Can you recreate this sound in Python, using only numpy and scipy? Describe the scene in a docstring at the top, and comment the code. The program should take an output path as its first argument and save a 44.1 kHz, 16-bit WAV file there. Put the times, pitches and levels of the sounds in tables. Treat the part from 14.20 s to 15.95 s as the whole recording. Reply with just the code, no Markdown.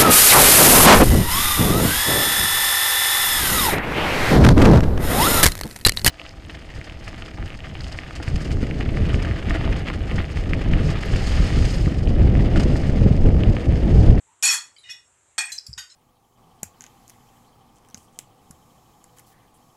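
"""Steel fork on a glass plate

A fork knocks, chatters and scrapes on a plate, close to a phone in a small hard room. Each contact is a run of
tiny slips that drives the modes of plate and fork. A tine tip squeaks in short pips. The table thuds under one
of the blows and takes a soft bump, with fainter ones around it. Under it all lie a low room rumble and a thin,
high hiss."""
import sys
import numpy as np
from scipy import signal
from scipy.fft import rfft, irfft, next_fast_len
from scipy.io import wavfile
from scipy.ndimage import uniform_filter1d

SR = 44100
rng = np.random.default_rng(int(sys.argv[2]) if len(sys.argv) > 2 else 0)


def master_out(mix):
    """Clip the mix to full scale and print it as 16-bit PCM to the path in sys.argv[1]."""
    frames = np.transpose(np.atleast_2d(mix))
    ceiling = np.clip(frames, -1, 1)
    pcm = np.round(ceiling * 32767).astype(np.int16)
    wavfile.write(sys.argv[1], SR, pcm)


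N = 77175


def amp(db):
    """Amplitude ratio of a level in dB."""
    return 10 ** (np.asarray(db) / 20)


def unit_rms(x):
    """Normalisation to an rms of 1."""
    return x / np.sqrt(np.mean(x ** 2) + 1e-20)


def log_interp(points, hz):
    """Interpolation of (f/Hz, value) points on a logarithmic frequency axis."""
    f, values = np.transpose(points)
    return np.interp(np.log(hz + 1), np.log(f + 1), values)


def filtered(x, response):
    """Linear filtering: the spectrum of x is multiplied by response(f)."""
    size = next_fast_len(x.shape[-1] + SR // 2)
    return irfft(rfft(x, size) * response(np.fft.rfftfreq(size, 1 / SR)), size)[..., :x.shape[-1]]


def minimum_phase(gain):
    """Causal response with a given magnitude, by folding the cepstrum."""
    cepstrum = irfft(np.log(gain + 1e-6))
    half = len(cepstrum) // 2
    cepstrum[1:half] *= 2
    cepstrum[half + 1:] = 0
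    return np.exp(rfft(cepstrum))


def resonances(rows, f, shift_db=0):
    """Modal superposition: a squared band-pass for each row of f/Hz, width/Hz, level/dB."""
    gains = amp(np.array([db for _, _, db in rows]) + shift_db)
    return sum(gain * (1j * f * width / (hz * hz - f * f + 1j * f * width)) ** 2
               for gain, (hz, width, _) in zip(gains, rows))


def background_noise():
    """Spectrally shaped noise: a slightly patchy rumble and hiss, with two narrow bands heard as tones."""
    # f/Hz, relative spectral density/dB
    spectrum = [(15, -62.5), (25, -26.5), (60, -1), (125, 0.5), (172, -11), (354, -7), (383, -4),
                (450, -9.5), (879, -5.5), (1240, -7), (1810, -8.5), (3010, -13.5), (5280, -22.5),
                (7480, -1.5), (15000, -44)]
    # f/Hz, width/Hz, level/dB
    thin_tones = [(7575, 30, -76), (8455, 30, -78)]
    cells = signal.stft(rng.standard_normal(N), nperseg=512)[2]
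    patches = uniform_filter1d(rng.standard_normal(cells.shape), 6, axis=0)
    patch_db = 1.5 * unit_rms(uniform_filter1d(patches, 12, axis=1))
    noise = signal.istft(cells * amp(patch_db), nperseg=512)[1][:N]
    out = amp(-63) * unit_rms(filtered(noise, lambda f: amp(log_interp(spectrum, f))))
    for hz, width, db in thin_tones:
        tone = filtered(rng.standard_normal(N), lambda f: resonances([(hz, width, 0)], f))
        out += amp(db) * unit_rms(tone)
    return out


def reverberation(x, delay_s=.004):
    """Diffuse field: each frequency decays at its own rate; each source spot gets a new noise tail."""
    # f/Hz, T60/s
    decay_times = [(300, 0.28), (2000, 0.28), (8000, 0.26), (15000, 0.19)]
    hz, t, cells = signal.stft(rng.standard_normal(len(x)), SR, nperseg=256)
    decay = amp(-60 * t / log_interp(decay_times, hz)[:, None])
    tail = signal.istft(cells * decay, SR, nperseg=256)[1]
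    delayed = np.pad(x, (round(delay_s * SR), 0))
    return signal.fftconvolve(delayed, tail / np.linalg.norm(tail))[:len(x)]


def table_bumps(rise_cycles=.82):
    """Damped free vibration of the table top after soft pushes; its lower modes build up later."""
    # t/s, gain/dB
    pushes = [(1.324, -60.5), (1.4843, -37.5), (1.565, -49)]
    # f/Hz, relative level/dB, T60/s
    table_modes = [(117.9, 6, 0.11), (67, 1.5, 0.248), (187, 0.5, 0.059)]
    out, t = np.zeros(N + SR), np.arange(SR // 2) / SR
    ring = np.zeros(len(t))
    for k, (hz, db, t60) in enumerate(table_modes):
        build_up = 1 - np.exp(-(t * hz / rise_cycles) ** 2)
        ring += (-1) ** k * build_up * amp(db - 60 * t / t60) * np.sin(2 * np.pi * hz * t)
    for start, db in pushes:
        out[round(start * SR):][:len(t)] += amp(db) * ring
    return out[:N]


def table_thud(start_s=1.183, peak_db=-43, hz=393, width_hz=300, t60_s=.08):
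    """Structure-borne sound: a blow passes through the plate to the table as a dull thud."""
    t = np.maximum(np.arange(N) / SR - start_s, 0)
    burst = amp(-60 * t / t60_s) * (t > 0) * rng.standard_normal(N)
    thud = filtered(burst, lambda f: resonances([(hz, width_hz, 0)], f))
    return amp(peak_db) * thud / np.abs(thud).max()


def tine_squeaks(rise_s=.001, t60_s=.007, phase_step_rad=.09, room_db=-12):
    """Stick-slip friction: a tine tip slips in short, rough pips, heard through the band it radiates."""
    # t/s, peak level before the tine's band/dB, f/Hz
    pips = [(1.3811, -24, 5440), (1.3855, -18, 5000), (1.4666, -28.5, 4810), (1.4695, -31.5, 5380),
            (1.472, -34, 4740), (1.53, -27.5, 5060), (1.5365, -26.5, 4910)]
    out, t = np.zeros(N + SR), np.arange(SR // 2) / SR
    envelope = (1 - np.exp(-(t / rise_s) ** 2)) * amp(-60 * t / t60_s)
    envelope /= envelope.max()
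    for start, db, hz in pips:
        phase_wander = np.cumsum(rng.normal(0, phase_step_rad, len(t)))
        pip = envelope * np.sin(2 * np.pi * hz * t + phase_wander)
        out[round(start * SR):][:len(t)] += amp(db) * (pip + amp(room_db) * reverberation(pip))
    tine_hz, width_hz, gain_db = 5300, 2200, 1
    return filtered(out[:N], lambda f: resonances([(tine_hz, width_hz, gain_db)], f))


def friction_force(t, length_s, rise_s, slips_per_s=1500, spread_db=4, release_s=.004):
    """Sliding friction: noise and random micro-slips that rise, sag and die away as the contact ends."""
    slips = (rng.random(len(t)) < slips_per_s / SR) * amp(spread_db * rng.standard_normal(len(t)))
    force = (.5 + 1.2 * slips) * rng.standard_normal(len(t))
    attack = np.clip(t / rise_s, 0, 1)
    decay = np.exp(-.4 * t / length_s - np.maximum(t - length_s, 0) / release_s)
    return force * attack * decay


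def fork_on_plate(plate_width_hz=62, spot_width_hz=190, spread_db=1.5, room_db=-1.5):
    """Forced vibration: each contact rings the plate, a dense clatter and three modes set by its spot."""
    # t/s, length/s, rise/s, level/dB, drive centre/Hz, drive width/octaves, clatter level/dB,
    # then three times: approximate f/Hz, relative level/dB of a mode that this spot drives
    contacts = [(0.058, 0.075, 0.0062, -64.5, 950, 0.22, -35, 920, 38, 800, -10, 1740, -13),
                (0.2253, 0.041, 0.0003, -16, 4840, 1.183, -10, 800, 3, 4355, -9.5, 2465, -6),
                (0.273, 0.021, 0.0009, -17.5, 4805, 1.37, -5, 5540, 4, 1940, -2, 1180, -12),
                (0.298, 0.052, 0.003, -20.5, 4860, 1.57, -9, 3348, -9, 4355, -4.5, 1940, -9.5),
                (.563, 0.0028, 0.0005, -51, 3460, 1.4, -20, 2180, 15, 3140, 12, 4700, 23),
                (0.582, 0.0073, 0.0011, -49, 5900, 1.6, -27, 3970, 22.5, 9830, 13, 4700, -12),
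                (0.632, 0.11, 0.0035, -49, 3150, 0.67, -5, 1940, 9, 2890, 2.5, 3750, 5.5),
                (.682, 0.024, 0.01, -39, 2860, 0.64, -8, 1940, 7, 2890, 1.5, 5200, 10.5),
                (.693, 0.02, 0.0063, -37, 5900, 0.99, -12.5, 5560, 7.5, 6240, -1, 3450, 4),
                (1.1801, 0.0065, 0.00048, -20, 2800, 1.25, -6.5, 1740, 2, 3348, -5, 8170, 13),
                (1.189, 0.032, 0.00109, -28, 2450, 1.33, -14.5, 1872, -1, 800, -3.5, 2465, 1.5),
                (1.281, 0.019, 0.028, -40.5, 2450, 1.25, -34, 1740, 0, 1940, 1, 2465, -9),
                (1.3189, 0.0098, 0.00052, -31, 6670, 0.7, 5, 4110, 12, 8300, -9, 12340, 4),
                (1.463, 0.0042, 0.00073, -46, 9450, 1.6, -6, 7338, 14.5, 11030, -0.5, 13980, -6),
                (1.576, 0.0162, 0.0026, -35.5, 4400, 1.4, -5.5, 4700, 8.5, 3130, 5, 6630, 7.5),
                (1.5763, 0.0085, 0.001, -37.5, 4460, 1.3, -3, 5200, 14.5, 3750, 15, 2890, 7.5),
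                (1.577, 0.0094, 0.00056, -40.5, 1570, 0.49, -12, 1510, 8, 920, -1, 1872, 3),
                (1.696, 0.025, 0.005, -50, 4670, 0.8, 3, 4110, 17.5, 5200, 17.5, 6630, 8)]
    # modes of the fork: f/Hz
    fork_hz = [800, 920, 1180, 1510, 1740, 1940, 2180, 2890, 3130, 3450, 3750, 3970, 4110, 4700, 5200, 6630,
               7930, 8200]
    # modes of the plate: f/Hz
    plate_hz = [1872, 2465, 2506, 3348, 4355, 5490, 5540, 6240, 6836, 7338, 7958, 8255, 9328, 9830, 11032,
                11500, 12340, 13300, 14300, 15398]
    # the same modes: relative level/dB
    plate_db = [-7.5, 1.5, 3.5, -9, -2.5, -3.5, -1.5, -7, 4.5, -0.5, -17.5, -15.5, -6.5, 1, -6, -4.5, -21.5,
                -8, -20.5, -19.5]
    # dense unresolved modes: f/Hz, relative spectral density/dB
    clatter_spectrum = [(200, -62.5), (400, -42), (800, -1), (1800, -1.5), (2300, -5.5), (4000, -9.5),
                        (7000, -2.5), (8300, -1), (8700, -15), (10000, -18), (15500, -34)]
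    out, t = np.zeros(N + SR), np.arange(SR // 2) / SR
    f = np.fft.rfftfreq(len(t), 1 / SR)
    plate_modes = [(hz, plate_width_hz, db) for hz, db in zip(plate_hz, plate_db)]
    clatter = minimum_phase(amp(log_interp(clatter_spectrum, f)))
    for start, length, rise, db, centre_hz, octaves, clatter_db, *spot in contacts:
        drive_band = minimum_phase(np.exp(-.5 * (np.log2((f + 1) / centre_hz) / octaves) ** 2))
        drive = rfft(friction_force(t, length, rise)) * drive_band
        spot_modes = []
        for near_hz, mode_db in zip(spot[::2], spot[1::2]):
            mode_hz = min(fork_hz + plate_hz, key=lambda hz: abs(hz - near_hz))
            spot_modes.append((mode_hz, spot_width_hz, mode_db))
        glass = resonances(plate_modes, f, rng.normal(0, spread_db, len(plate_modes)))
        clink = resonances(spot_modes, f) + amp(clatter_db) * clatter
        direct = irfft(drive * (glass + clink), len(t))
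        # Directivity: the plate beams upward, so the walls get less of its ring.
        to_walls = irfft(drive * (amp(-3.5) * glass + clink), len(t))
        heard = direct + amp(room_db) * reverberation(to_walls)
        peak_rms = np.sqrt(uniform_filter1d(direct ** 2, SR // 100).max())  # loudest 10 ms
        out[round(start * SR):][:len(t)] += amp(db) * heard / peak_rms
    return out[:N]


def scene():
    """Superposition: the pressures of all sources add in one channel."""
    return (fork_on_plate() + tine_squeaks() + table_thud() + table_bumps() + background_noise())[None]


def record(dry):
    """Saturation and band limiting: the phone rounds off the highest peaks and cuts the top treble."""
    ceiling, top_hz = .62, 15520
    rounded = dry / (1 + np.abs(dry / ceiling) ** 4) ** (1 / 4)
    return filtered(rounded, lambda f: f < top_hz)


dry = scene()
out = record(dry)
master_out(out)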